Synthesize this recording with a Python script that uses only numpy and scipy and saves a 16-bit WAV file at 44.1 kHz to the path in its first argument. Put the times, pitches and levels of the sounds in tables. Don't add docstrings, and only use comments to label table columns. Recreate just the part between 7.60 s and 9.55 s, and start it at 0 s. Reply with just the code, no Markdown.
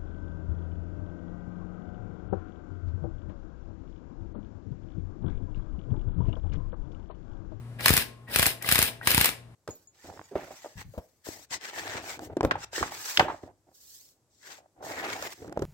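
import sys
import numpy as np
from scipy import signal
from scipy.fft import rfft, irfft, next_fast_len
from scipy.io import wavfile
from scipy.ndimage import uniform_filter1d

SR = 44100
rng = np.random.default_rng(int(sys.argv[2]) if len(sys.argv) > 2 else 0)


def persist_wave(psi):
    counts = np.round(np.clip(psi, -1, 1) * 32767).astype(np.int16)
    wavfile.write(sys.argv[1], SR, np.atleast_2d(counts).T)


def convert_level_to_amplitude(level_db):
    exponent = np.asarray(level_db, float) / 20
    return 10 ** exponent


N = 85995
RIGHT_LAG_S = 0.00014


def evened(x):
    return x / np.sqrt(np.mean(x ** 2) + 1e-20)


def read(points, hz):
    f, value = np.transpose(points)
    return np.interp(np.log(hz + 1), np.log(f + 1), value)


def colour(x, points):
    n = next_fast_len(x.shape[-1])
    gain = convert_level_to_amplitude(read(points, np.fft.rfftfreq(n, 1 / SR)))
    return irfft(rfft(x, n) * gain, n)[..., :x.shape[-1]]


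def split_off(x, hz, side, order=4):
    return signal.sosfilt(signal.butter(order, hz, side, fs=SR, output="sos"), x)


def resonate(x, hz, width):
    r, w = np.exp(-np.pi * width / SR), 2 * np.pi * hz / SR
    return signal.lfilter([(1 - r * r) / 2, 0, -(1 - r * r) / 2], [1, -2 * r * np.cos(w), r * r], x)


def add(mix, s, sound):
    part = mix[..., round(s * SR):][..., :sound.shape[-1]]
    part += sound[..., :part.shape[-1]]


# f/Hz, likeness 0-1
LIKENESS = [(60, .9), (300, 0.87), (1500, 0.62), (4000, 0.14), (15000, 0.15)]


def ears():
    left, other = rfft(rng.standard_normal((2, N)))
    hz = np.fft.rfftfreq(N, 1 / SR)
    same = np.clip(read(LIKENESS, hz), 0, 1)
    late = np.exp(-2j * np.pi * hz * RIGHT_LAG_S)
    return irfft([left, same * left * late + np.sqrt(1 - same ** 2) * other], N)


# f/Hz, level/dB
FAR_HUM = [(53.8, -63.5), (118.4, -43), (236.9, -56.5)]
# f/Hz, level/dB
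YARD_AIR = [(32, -25.5), (55, -7.5), (130, -12.5), (300, -21), (560, -23), (1500, -30.5), (6700, -46.5),
            (9000, -42), (16000, -56.5)]


def yard():
    t = np.arange(N) / SR
    waver = convert_level_to_amplitude(0.8 * evened(uniform_filter1d(rng.standard_normal(N), size=2000)))
    hum = np.zeros(N)
    for hz, db in FAR_HUM:
        tone = np.sqrt(2) * np.sin(2 * np.pi * hz * t) * waver
        fuzz = evened(resonate(resonate(rng.standard_normal(N), hz, 14), hz, 14))
        hum += convert_level_to_amplitude(db) * (tone + convert_level_to_amplitude(-15) * fuzz)
    air = convert_level_to_amplitude(-50.5) * evened(colour(ears(), YARD_AIR))
    duck = np.clip((t - 0.3) / 0.06, 0, 1)
    return hum * convert_level_to_amplitude(-9.5 * duck) + air * convert_level_to_amplitude(-5 * duck)


# f/Hz, t60/s
REFLECTION_DECAY = [(100, 0.12), (350, 0.62), (1000, 0.25), (2000, 0.32), (8000, 0.3), (15000, 0.2)]


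def room(x):
    taps = np.zeros((2, SR // 2))
    slots = np.arange(300, SR // 2 - 20, 20)
    at = slots + rng.integers(0, 20, (2, len(slots)))
    np.put_along_axis(taps, at, rng.choice([-1., 1.], at.shape), 1)
    hz, t, bands = signal.stft(taps, SR, nperseg=256)
    decay = convert_level_to_amplitude(-60 * t / read(REFLECTION_DECAY, hz)[:, None])
    tail = signal.istft(bands * decay, SR, nperseg=256)[1]
    return signal.fftconvolve(x, tail / np.linalg.norm(tail[0]), axes=1)[:, :N]


# t/s, level/dB, f/Hz, fade/s
HOUSING_KNOCKS = [
    (.195, -29.5, 2200, 0.0012),
    (1.0445, -25, 2050, 0.004),
    (1.4127, -26, 1540, 0.0019),
    (1.5785, -11, 896, 0.0019),
    (0.87, -16, 730, 0.0014),
]


def knocks():
    u, out = np.arange(1500) / SR, np.zeros(N)
    for s, db, hz, fade in HOUSING_KNOCKS:
        ring = 1.16 * np.sin(2 * np.pi * hz * u) + 0.46 * np.sin(2 * np.pi * 0.57 * hz * u)
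        add(out, s, convert_level_to_amplitude(db) * ring * np.exp(-u / fade) * np.minimum(u / 0.00074, 1))
    return np.array([out, np.roll(out, round(RIGHT_LAG_S * SR))])


# f/Hz, width/Hz, level/dB
HUB_MODES = [(1688, 120, -0.5), (2000, 99, -8.5), (2400, 100, -5), (3753, 22, -3), (4126, 50, -3),
             (4970, 260, -0.5), (8700, 250, -4), (9300, 250, -8.5), (10150, 260, -8.5), (11140, 120, -5),
             (12300, 250, -7.5), (14400, 270, -7), (15300, 190, 3)]


def hub(x, stretch):
    ring = 0
    for hz, width, db in HUB_MODES:
        ring = ring + convert_level_to_amplitude(db) * resonate(x, hz, width * stretch) * np.sqrt(100 / width)
    return ring


# press t/s, full-speed t/s, release t/s, motor level/dB, whine level/dB
TRIGGER_PULLS = [
    (0.185, 0.245, 0.42, -29.5, -50),
    (0.67, 0.749, 0.91, -31, -50),
    (1.006, 1.077, 1.285, -30.5, -49.5),
    (1.409, 1.475, 1.68, -27.5, -46),
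]
SPIN_START_DB = [-0.5, -18.5, -13.5, -16.5]
FREE_RUN_DB = [-1.5, 1.5, 0.5, -5.5]
# f/Hz, level/dB
GEAR_MESH = [(120, -12), (200, 0), (1000, -2.5), (1230, -10), (2750, 8), (6520, -11.5), (8900, -4.5),
             (14900, -6), (16000, -42.5)]


def ticks(per_s, spread_db, most):
    strength = convert_level_to_amplitude(spread_db * np.minimum(rng.exponential(1, N), most))
    return strength * (rng.random(N) < per_s / SR)


def motor():
    whine_hz, whine_s = 1900, 0.04
    t = np.arange(N) / SR
    level, speed, whine = np.zeros((3, N))
    for pull, start_db, free_db in zip(TRIGGER_PULLS, SPIN_START_DB, FREE_RUN_DB):
        press, full, release, db, whine_db = pull
        spin_up = np.clip((t - press) / (full - press), 0, 1)
        coast = np.maximum(t - release, 0)
        run_db = db + start_db * (1 - spin_up) ** 2.5 + free_db * (t < full)
        level += np.clip((t - press) / 0.015, 0, 1) * convert_level_to_amplitude(run_db - 230 * coast)
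        speed = np.maximum(speed, spin_up * np.exp(-coast / 0.051))
        whine_on = np.clip((t - press) / 0.0083, 0, 1)
        whine += whine_on * convert_level_to_amplitude(whine_db) * np.clip((press + whine_s - t) / 0.0073, 0, 1)
    air = ears()
    teeth = uniform_filter1d(ticks(2400, 1, 4), size=16)
    chatter = uniform_filter1d(ticks(470, 3, 3), size=30)
    mesh = evened(colour(air * (0.12 + teeth), GEAR_MESH))
    mesh = evened(mesh + convert_level_to_amplitude(-4) * evened(hub(air * chatter, 1)))
    dull = split_off(mesh, 2600, "low")
    bright = convert_level_to_amplitude(-18 * (1 - speed))
    buzz = 0.2 * evened(resonate(rng.standard_normal(N), whine_hz + 100, 250))
    tone = np.sqrt(2) * np.sin(2 * np.pi * whine_hz * t)
    return level * ((1 - bright) * dull + bright * mesh) + whine * (tone + buzz)


# t/s, clatter level/dB, thump level/dB, treble level/dB
HAMMER_BLOWS = [(0.2584, -14.5, -36.5, -3.5), (0.2814, -19.0, -31.5, 0.5), (0.3049, -24.5, -13.5, 3),
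                (0.3372, -23, -26, 3.5), (0.3756, -20.5, -27.5, -2), (0.7598, -20.0, -28.5, -1.5),
                (0.794, -20, -23, -0.5), (0.8272, -20, -31, 0), (0.864, -24.5, -29, 9),
                (1.0888, -21, -30.5, -1.5), (1.1227, -20.5, -24.5, 4.5), (1.1556, -20.0, -30, -2),
                (1.1891, -19, -24, 0), (1.226, -22, -29, 6), (1.4725, -17.5, -27, -2),
                (1.5146, -21.5, -32, -1.5), (1.5457, -24, -24, 5), (1.5779, -21.5, -17.5, 0.5),
                (1.6112, -18, -27, -1.5), (1.6437, -19.5, -49, -1.5), (1.6899, -27.0, -36, -7)]
AIR_LEAN_DB = [3, 4, 3.5, -4]


def thumps():
    u, out = np.arange(4000) / SR, np.zeros((2, N))
    slowing = np.sin(np.pi * (u / 0.0017) ** 0.53)
    swing = slowing * (np.exp(-u / 0.012) + 1.43 * np.exp(-u / 0.00091))
    for s, _, db, _ in HAMMER_BLOWS:
        pull_number = sum(s > pull[0] for pull in TRIGGER_PULLS) - 1
        lean = AIR_LEAN_DB[pull_number]
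        add(out, s + 0.00048, -convert_level_to_amplitude([[db + lean / 2], [db - lean / 2]]) * swing)
    return out


# t/s, clatter level/dB, treble level/dB
CAM_SLIPS = [(0.2914, -17.5, -5), (0.329, -25, 2.5), (0.3664, -18.5, 3), (0.7861, -21.5, 3.0),
             (0.819, -25.5, 4.5), (0.8564, -18.5, -4.5), (1.1134, -18, 0.5), (1.1464, -22, -3.5),
             (1.1804, -21.5, -2.5), (1.2164, -20.5, -2), (1.5045, -20.0, 1), (1.5384, -28, -4),
             (1.5704, -28.5, 4.5), (1.6034, -24.0, -0.5), (1.6564, -18.5, 2)]
# t/s, clatter level/dB, treble level/dB
GEAR_CLICKS = [
    (.2069, -31, -15.5),
    (.7385, -32.5, -2.5),
    (.7484, -38, -2.5),
    (1.0241, -34.5, 3.5),
    (1.0623, -38, 0.5),
    (1.4586, -36, -7.5),
]
# f/Hz, level/dB
STEEL_CLATTER = [(200, -27), (550, -10), (1100, -5), (2070, -1.5), (6520, -10.5), (10000, -0.5),
                 (12900, -1.5), (14500, 1), (16000, -16)]
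# f/Hz, level/dB, t60/s
DRUM_MODES = [(665, -5, 0.69), (782, -20.5, 1), (1068, -8.5, 1), (1500, -17.5, .4)]


def clatter():
    rattle_s, rattle_fade_s, treble_hz = 0.0032, 0.00071, 6150
    u, power = np.arange(4000) / SR, np.zeros((2, N))
    kinds = ((HAMMER_BLOWS, 0.0004, -0.1, 1), (CAM_SLIPS, 0.001, -3.5, 1.16), (GEAR_CLICKS, 0.0004, -3, 1))
    for events, rise_s, trim_db, stretch in kinds:
        rattle = convert_level_to_amplitude(-5 * u / rattle_s / stretch ** 2)
        rattle *= np.exp(-np.maximum(u / stretch - rattle_s, 0) / rattle_fade_s)
        settling = convert_level_to_amplitude(-8.5) * np.exp(-u / 0.023)
        shape = np.minimum(u / rise_s, 1) * (rattle + settling)
        for event in events:
            db = event[1] + trim_db
            add(power, event[0], (convert_level_to_amplitude([[db], [db + event[-1]]]) * shape) ** 2)
    rough = convert_level_to_amplitude(1.96 * evened(uniform_filter1d(rng.standard_normal(N), size=16)))
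    steel = colour(ears(), STEEL_CLATTER) * rough
    hit = evened(split_off(steel, treble_hz, "low")) * np.sqrt(power[0])
    hit = hit + evened(split_off(steel, treble_hz, "high")) * np.sqrt(power[1])
    drum = sum(convert_level_to_amplitude(db) * evened(resonate(hit, hz, 1.9 / t60)) for hz, db, t60 in DRUM_MODES)
    return hit + np.std(hit) * (convert_level_to_amplitude(-14.5) * evened(hub(hit, 2.7)) + convert_level_to_amplitude(-28) * drum)


def scene():
    tool, push = clatter() + motor() + knocks(), thumps()
    reflections = room(convert_level_to_amplitude(-13.5) * tool + convert_level_to_amplitude(-12.5) * push)
    return tool + push + reflections + yard()


def roll_off(x):
    return signal.sosfilt(signal.butter(12, 16650, fs=SR, output="sos"), x)


# f/Hz, level/dB
MIC_LEAN = [(60, 2.5), (240, 4), (950, 5.5), (3770, 2), (15000, 2.5)]


def record(dry):
    left = colour(dry[0], [(hz, db / 2) for hz, db in MIC_LEAN])
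    right = colour(dry[1], [(hz, -db / 2) for hz, db in MIC_LEAN])
    mix = np.tanh(split_off(np.array([left, right]), 38, "high", order=2))
    band_limit = signal.firwin(255, 15600, window=("kaiser", 7), fs=SR)
    mix = signal.oaconvolve(mix, band_limit[None], "same")
    return roll_off(mix)


dry = scene()
out = record(dry)
persist_wave(out)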